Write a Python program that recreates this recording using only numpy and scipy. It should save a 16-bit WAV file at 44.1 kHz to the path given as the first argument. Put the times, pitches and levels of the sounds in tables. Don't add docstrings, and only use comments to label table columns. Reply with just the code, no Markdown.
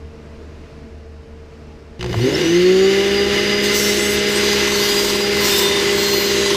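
import sys
import numpy as np
from scipy import signal
from scipy.fft import rfft, irfft, next_fast_len
from scipy.io import wavfile

SR = 44100
rng = np.random.default_rng(int(sys.argv[2]) if len(sys.argv) > 2 else 0)


def field_ratio(decibels):
    return 10 ** (np.asarray(decibels, dtype=float) / 20)


def unload_audio(sound):
    columns = np.transpose(np.atleast_2d(sound))
    steps = np.round(np.clip(columns, -1, 1) * 32767)
    wavfile.write(sys.argv[1], SR, steps.astype(np.int16))


N = 289296

MAINS_HZ, SWITCH_ON_S = 60, 1.9925
FULL_SPEED = 205.8

# [t/s, speed lost/(turns per s)]
DRAG = [
    (3.8, 0),
    (4.3, .4),
    (4.6, 1.4),
    (5.0, 3),
    (5.4, 2),
    (5.6, 6),
    (5.75, 4.9),
    (6.05, 4.6),
    (6.4, 5.7),
]
# [level at full speed/dB, share of base resonance (0-1), level lost at standstill/dB]
LOW_ORDERS = [(-34, 0.89, 14), (-35.5, 1.0, 32), (-37, .9, 70)]
# [f/Hz, width/Hz, lift/dB]
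BASE_RESONANCES = [(181.3, 7.5, 13), (260.4, 7.1, 21), (349, 12, 22), (368.7, 7.5, 24), (383, 6.7, 22)]
# [order (times shaft speed), mains offset/Hz, level/dB]
SIDEBANDS = [(1, -60, -34.5), (1, 60, -28.5), (1, 120, -40.5), (2, -120, -36), (2, -60, -39.5),
             (2, 58, -46), (3, -60, -41)]
# [f/Hz, level/dB]
STALL_HUM = [(60, -34), (120, -28.5), (180, -35), (360, -32)]
# [middle t/s, half length/s, level/dB]
BLADES = [
    (2.392, 0.057, -42),
    (2.628, .05, -40),
    (3.0, 0.11, -71),
    (4.16, 1, -32.5),
    (5.4, 0.075, -36),
    (6.153, 0.76, -35),
]
# [middle t/s, half length/s, level/dB]
BARS = [
    (2.62, 0.082, -41),
    (2.82, 0.21, -40),
    (3.2, 0.073, -32.5),
    (3.6, 0.23, -34),
    (4.0, 0.24, -46),
    (4.4, 0.29, -36.5),
    (5.0, 0.23, -29.5),
    (5.35, 0.11, -35.5),
    (6.15, 0.49, -35),
]
# [middle t/s, half length/s, level/dB]
SLOTS = [
    (2.23, 0.022, -40),
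    (2.35, 0.017, -36),
    (2.5, 0.1, -38),
    (2.8, 0.21, -45),
    (4.0, 0.22, -56),
    (4.85, .15, -63),
]
# [order (times shaft speed), middle t/s, half length/s, level/dB]
SINGING = [(48, 2.26, .07, -45), (48, 2.38, .12, -50), (60, 2.27, .1, -57), (72, 2.2, .07, -57),
           (21, 6.15, .19, -30), (18, 5.62, .2, -28.5), (18, 4.87, .17, -36), (17, 4.45, .12, -39),
           (31, 3.95, .2, -36), (35, 3.9, .15, -38), (29, 4.5, .2, -38), (23, 4.8, .08, -38),
           (20, 6.35, .2, -36), (31, 6.35, .1, -39), (38, 4.0, .2, -41), (8, 4.6, .5, -40),
           (5, 5.58, .2, -35), (5, 3.5, .7, -46), (6, 3.4, .6, -46), (7, 4.3, .6, -43), (4, 2.31, .05, -34),
           (1, 2.215, .05, -17), (3, 2.265, .03, -19), (4, 3.05, .38, -41.5), (4, 5, 1.7, -42.5),
           (22, 4.8, .09, -36), (27, 3.95, .2, -39), (51, 3.95, .2, -46)]
# [t/s, peak level/dB]
KICKS = [
    (1.9927, -26),
    (2.0095, -16.5),
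    (2.0272, -15.5),
    (2.0428, -17.5),
    (2.061, -19),
    (2.0934, -34),
    (2.1101, -36),
    (2.1287, -20),
]
# [middle t/s, half length/s, buzz added/dB, hiss added/dB]
SHUDDERS = [
    (1.996, .03, -7, 2),
    (2.36, 0.14, 7, 2),
    (2.74, 0.16, -3.5, -1.5),
    (4.434, 0.28, -0.5, 1.5),
    (4.79, 0.31, -2, 1),
    (5.352, 0.15, 0, 1.5),
    (5.69, 0.31, 2.5, 2),
]
# [f/Hz, level per Hz/dB]
BUZZ = [(40, -36), (110, -15.5), (180, -16), (280, -17.5), (355, 0), (440, -12.5), (490, -7), (570, -24),
        (700, -23), (1100, -27)]
# [f/Hz, level per Hz/dB]
HISS = [(450, -34), (700, -20), (950, -16), (1400, -7), (1900, -7.5), (2500, -5.5), (3200, -8),
        (4200, -8.5), (5400, -13.5), (6300, -15), (8100, -23.5), (10200, -27.5), (13800, -28.5),
        (15800, -40)]
# [f/Hz, width/Hz, level/dB]
HOUSING = [(1800, 150, -9), (2040, 130, -3), (2890, 160, -2.5), (3600, 200, -11), (4850, 200, -5),
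           (6100, 300, -12)]
# [t/s, peak level/dB, f/Hz]
TICKS = [
    (2.141, -6.5, 595),
    (2.141, -31, 910),
    (2.139, -15, 1780),
    (2.188, -15.5, 780),
    (2.349, -13, 5300),
    (2.365, -31, 4950),
]
# [t/s, fine grit level/dB, flat-on tilt that favours coarse grit/dB]
PRESSURE = [(3.625, -48, -1), (3.64, -33.5, -1.5), (3.72, -44.5, 4.5), (3.75, -26.5, -9), (4.0, -38, 1),
            (4.15, -32, -9), (4.19, -53, 16.5), (4.27, -49, 2), (4.29, -37, -2), (4.4, -39.5, 5),
            (4.65, -43, 4.5), (4.8, -36.5, 2.5), (5.1, -36.5, 2.5), (5.3, -46.5, 3), (5.46, -30.5, -3.5),
            (5.59, -28, -3), (5.72, -41, 3), (6.5, -44.5, 9)]
# [f/Hz, level per Hz/dB]
GRIT = [(2500, -20), (3300, 4), (4400, 1), (6500, -1.5), (8500, -9), (10500, -14.5), (12500, -9.5),
        (14500, -11), (15800, -13)]
# [middle t/s, half length/s, f/Hz, width/Hz, level/dB]
PATCHES = [(3.84, 0.11, 5760, 1200, 3), (3.85, 0.09, 13700, 1190, -4), (3.813, 0.062, 11600, 800, 1),
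           (3.995, 0.16, 9600, 1000, 2.5), (4.12, 0.033, 13300, 700, -15), (4.37, 0.028, 8400, 600, 11),
           (4.74, 0.044, 6000, 700, 5), (4.805, .09, 4440, 900, -2), (4.05, 0.091, 7830, 500, 4),
           (4.84, 0.068, 12100, 1100, 7), (4.83, 0.13, 9900, 500, 4), (5.05, .1, 14300, 1190, 4),
           (5.06, 0.048, 12200, 700, 6), (5.446, .06, 14200, 910, 3), (5.55, 0.047, 12500, 1200, 0),
           (5.55, 0.11, 7600, 1200, 0), (5.565, .07, 5050, 600, 4), (6.14, 0.19, 14600, 890, 15.5),
           (6.15, 0.19, 12100, 1250, 10)]
# [first t/s, last t/s, gap/s, peak level/dB]
BOUNCES = [
    (4.32, 4.357, .031, -24),
    (4.436, 4.672, .047, -21),
    (4.719, 4.834, .039, -21),
    (4.888, 5.205, .053, -22),
    (5.367, 5.484, .042, -23),
    (5.589, 5.719, .031, -22.5),
    (5.763, 5.798, .027, -20),
    (5.823, 6.134, .05, -21),
    (6.207, 6.412, .051, -25),
    (6.459, 6.545, .044, -18.5),
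]
# [f/Hz, rms level/dB]
DRONE = [(75.4, -40), (150.7, -52), (226.1, -50.5), (301.5, -85), (452.2, -47.5), (678.3, -62.5),
         (829.0, -65), (979.8, -72)]
# [f/Hz, level per Hz/dB]
AIR = [(12, -50), (20, -2.5), (70, -6), (180, -12), (232, -8), (382, -12), (439, -8), (505, -16.5),
       (649, -14), (767, -26), (857, -21.5), (2760, -28.5), (3350, -34), (5090, -34), (15500, -62)]


def shaft():
    start_speed, run_up_s = 40, .34
    drag, = in_time(DRAG)
    since_s = np.maximum(np.arange(N) / SR - SWITCH_ON_S, 0)
    speed = FULL_SPEED - (FULL_SPEED - start_speed) * np.exp(-since_s / run_up_s) - drag
    return speed, drag


def rotor(speed, turns, drag):
    t = np.arange(N) / SR
    out = low_orders(speed, turns, drag)
    body = np.array(BUZZ)
    for order, hz, db in SIDEBANDS:
        lift_db = .5 * np.interp(round(order) * speed + hz, body[:, 0], body[:, 1])
        line_turns = round(order) * turns + round(hz / MAINS_HZ) * MAINS_HZ * t
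        out += tone(line_turns, db + lift_db, wobble_db=1.5)

    span, bump = swell(2.1, 0.13)
    stall_hum = sum(tone(hz * t, db, wobble_db=0.0) for hz, db in STALL_HUM)
    out[span] += bump * stall_hum[span]

    unsteady_turns = turns + 0.0053 * drift(15)
    waver_db = 2.75 * drift(23)
    whine = []
    for order, rows in zip((10, 24, 36), (BLADES, BARS, SLOTS)):
        whine += [(order, *row) for row in rows]
    for order, mid_s, half_s, db in whine + SINGING:
        span, bump = swell(mid_s, half_s)
        waver = waver_db[::-1] if order % 2 else waver_db
        level = field_ratio(db + 5.5 + waver[span])
        out[span] += bump * level * np.sin(2 * np.pi * order * unsteady_turns[span])
    return out


def low_orders(speed, turns, drag):
    throb_depth, throb_onset = .42, 9
    brake_db = 1.01
    pulse = np.cos(2 * np.pi * MAINS_HZ * np.arange(N) / SR)
    upper = 1 + throb_depth * (speed / FULL_SPEED) ** throb_onset * pulse
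    span, bump = swell(2.4, .05)
    upper[span] *= field_ratio(-8 * bump)
    out = 0
    for order, (db, share, start_db) in enumerate(LOW_ORDERS, 1):
        lift = 1
        for hz, width, top_db in BASE_RESONANCES:
            lift = lift + field_ratio(2 * top_db) / (1 + ((order * speed - hz) / width) ** 2)
        level_db = db + share * 10 * np.log10(lift)
        level_db = level_db - start_db * (1 - speed / FULL_SPEED) ** 2 - brake_db * drag / order ** 2
        out = out + tone(order * turns, level_db, wobble_db=1.0) * (1 if order == 1 else upper)
    return out


def motor_noise(speed):
    t = np.arange(N) / SR
    buzz_db, hiss_db, depth = effort(speed)
    cycles = np.maximum(t - SWITCH_ON_S, 0) * MAINS_HZ
    since = cycles % 1
    strength = field_ratio(2.5 * rng.standard_normal(400))[cycles.astype(int)]
    depth = np.clip(depth, 0, 1)
    pulse = 0.72 * strength * np.exp(-since / 0.5) * np.minimum(since / 0.11, 1)
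    kick = 1 - depth + depth * pulse
    buzz = colour(rng.standard_normal(N) * kick, BUZZ)

    slams = field_ratio(-9) * bursts(KICKS, decay_s=0.004) * rng.standard_normal(N)
    slams = signal.sosfilt(signal.butter(2, 9000, fs=SR, output="sos"), slams)
    thud = field_ratio(11.0) * resonate(slams, 840, 460)

    powered = t > SWITCH_ON_S
    white = rng.standard_normal(N) * kick * powered * field_ratio(hiss_db + 0.72 * drift(10.4)) + slams
    ringing = sum(field_ratio(db) * resonate(white, hz, width) for hz, width, db in HOUSING)
    ringing_db = np.interp(t, [3.6, 4.5], [9, 3])
    hiss = colour(white + field_ratio(ringing_db) * ringing, HISS)

    arcing = signal.sosfilt(signal.butter(2, 7000, "high", fs=SR, output="sos"), rng.standard_normal(N))
    arcing *= field_ratio(-45) * np.interp(t, [2.05, 2.2, 2.8], [0, 1, .3])
    return thud + arcing + field_ratio(buzz_db - 11.5) * buzz + field_ratio(2.0) * np.std(white) * hiss


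def effort(speed):
    share = speed / FULL_SPEED
    buzz_db = np.full(N, -16.0)
    hiss_db = 10 * np.log10(field_ratio(2 * -39.5) + field_ratio(2 * -22.5) * share ** (2 * 1.95))
    for mid_s, half_s, more_buzz_db, more_hiss_db in SHUDDERS:
        span, bump = swell(mid_s, half_s)
        buzz_db[span] += more_buzz_db * bump
        hiss_db[span] += more_hiss_db * bump
    throb_depth = 0.26 + 0.87 * (1 - share) ** 2
    return buzz_db, hiss_db, throb_depth


def ticks():
    white = rng.standard_normal(N)
    out = 0
    for s, db, hz in TICKS:
        blow = field_ratio(7.5) * white * bursts([(s, db)], decay_s=0.0065)
        out = out + resonate(resonate(blow, hz, 330), hz, 700)
    return out


def spoon(turns):
    t = np.arange(N) / SR
    high_db, tilt_db = in_time(PRESSURE)
    press_db = high_db + 37 + tilt_db
    low_db = -28.5 + press_db
    touch = np.clip((t - 3.6) / 0.018, 0, 1)
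    dust = 0.37 * rng.standard_normal(N)
    plain = uneven(colour(grit(turns, memory=.95, arc=.08) + dust, GRIT), patchy_db=1.5)
    scrape = plain.copy()
    for mid_s, half_s, hz, width, db in PATCHES:
        span, bump = swell(mid_s, half_s)
        scrape[span] += field_ratio(db) * bump * resonate(resonate(plain[span], hz, width), hz, width)
    low = signal.sosfilt(signal.butter(4, 9000, fs=SR, output="sos"), scrape)
    high = signal.sosfilt(signal.butter(4, 9000, "high", fs=SR, output="sos"), scrape)

    blows = bounces()
    contact = field_ratio(low_db) * rms_one(low) + field_ratio(high_db) * rms_one(high)
    contact *= 1.04 + field_ratio(17.5) * bursts(blows, decay_s=0.0068)

    rub = field_ratio(-4 + press_db) * (t > 4.28)
    knocks = field_ratio(44.0) * bursts(blows, decay_s=0.000088) + rub * rng.standard_normal(N)
    modes = resonate(knocks, 908, 45) - resonate(knocks, 1030, 47) + 0.77 * resonate(knocks, 1078, 80)
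    bowl = resonate(modes, 1130, 500)
    return touch * (contact + field_ratio(-12.0) * bowl)


def grit(turns, memory, arc, count=256):
    fresh = rng.standard_normal((1400, count))
    keep = np.clip(memory, 0, .99)
    disc = signal.lfilter([np.sqrt(1 - keep ** 2)], [1, -keep], fresh, axis=0)
    angle = turns % 1
    passing = disc[turns.astype(int), (angle * count).astype(int)]
    off = (angle + 0.052 * drift(1.9)) % 1 - .5
    return passing * (0.6 + np.exp(-(off / arc) ** 2))


def uneven(x, patchy_db):
    edges = np.geomspace(2400, 15900, 15)
    out = 0
    for k, pair in enumerate(zip(edges, edges[1:])):
        band = signal.sosfilt(signal.butter(2, pair, "band", fs=SR, output="sos"), x)
        out = out + (-1) ** k * field_ratio(patchy_db * drift(2.5)) * band
    return rms_one(out)


def bounces():
    blows = []
    for first, last, gap, db in BOUNCES:
        for s in np.linspace(first, last, round((last - first) / gap) + 1):
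            blows.append((s, db + 0.5 * rng.standard_normal()))
    return blows


def shop():
    t = np.arange(N) / SR
    hum = sum(tone(hz * t + 0.037 * hz / 75 * drift(1), db, wobble_db=3.0) for hz, db in DRONE)
    return hum + field_ratio(-41 + 1.0 * drift(0.58)) * colour(rng.standard_normal(N), AIR)


def tone(turns, db, wobble_db):
    level = np.sqrt(2) * field_ratio(db + wobble_db * drift(7.1))
    return level * np.sin(2 * np.pi * (turns + rng.random()))


def resonate(x, hz, width):
    r = np.exp(-np.pi * width / SR)
    feedback = [1, -2 * r * np.cos(2 * np.pi * hz / SR), r * r]
    return signal.lfilter(np.array([1, 0, -1]) * (1 - r * r) / 2, feedback, x)


def colour(x, spectrum):
    size = next_fast_len(N)
    hz = np.maximum(np.arange(size // 2 + 1) * SR / size, 1)
    points = np.array(spectrum)
    db = np.interp(np.log(hz), np.log(points[:, 0]), points[:, 1], left=-80, right=-80)
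    return rms_one(irfft(rfft(x, size) * field_ratio(db), size)[:N])


def drift(rate):
    r = np.exp(-80 * np.pi * rate / SR)
    slow = signal.lfilter([1], [1, -2 * r, r * r], rng.standard_normal(N // 40 + 2002))[2000:]
    return np.interp(np.arange(N) / 40, np.arange(len(slow)), rms_one(slow))


def swell(mid_s, half_s):
    start = max(int((mid_s - 2 * half_s) * SR), 0)
    stop = min(int((mid_s + 2 * half_s) * SR), N)
    offset = (np.arange(start, stop) / SR - mid_s) / half_s
    return slice(start, stop), np.exp(-(offset ** 2) ** 2)


def bursts(events, decay_s):
    hits = np.full(N, 1e-9)
    hits[[round(s * SR) for s, db in events]] = field_ratio(np.array(events)[:, 1])
    return signal.lfilter([1], [1, -np.exp(-1 / (decay_s * SR))], hits)


def in_time(rows):
    s, *columns = np.transpose(rows)
    return [np.interp(np.arange(N) / SR, s, column) for column in columns]


def rms_one(x):
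    return x / np.sqrt(np.mean(x ** 2) + 1e-20)


def scene():
    speed, drag = shaft()
    on = np.clip((np.arange(N) / SR - SWITCH_ON_S) / .002, 0, 1)
    turns = np.cumsum(speed * on) / SR
    motor = on * (rotor(speed, turns, drag) + motor_noise(speed))
    mono = motor + ticks() + spoon(turns) + shop()
    return np.array([mono, mono])


def low_pass(x):
    return signal.sosfilt(signal.butter(12, 16260, fs=SR, output="sos"), x)


def record(dry):
    rounded = 0.89 * np.tanh(dry / 0.87)
    top_cut = signal.ellip(10, .3, 70, 15280, fs=SR, output="sos")
    mix = signal.sosfilt(top_cut, rounded)
    return low_pass(mix)


dry = scene()
out = record(dry)
unload_audio(out)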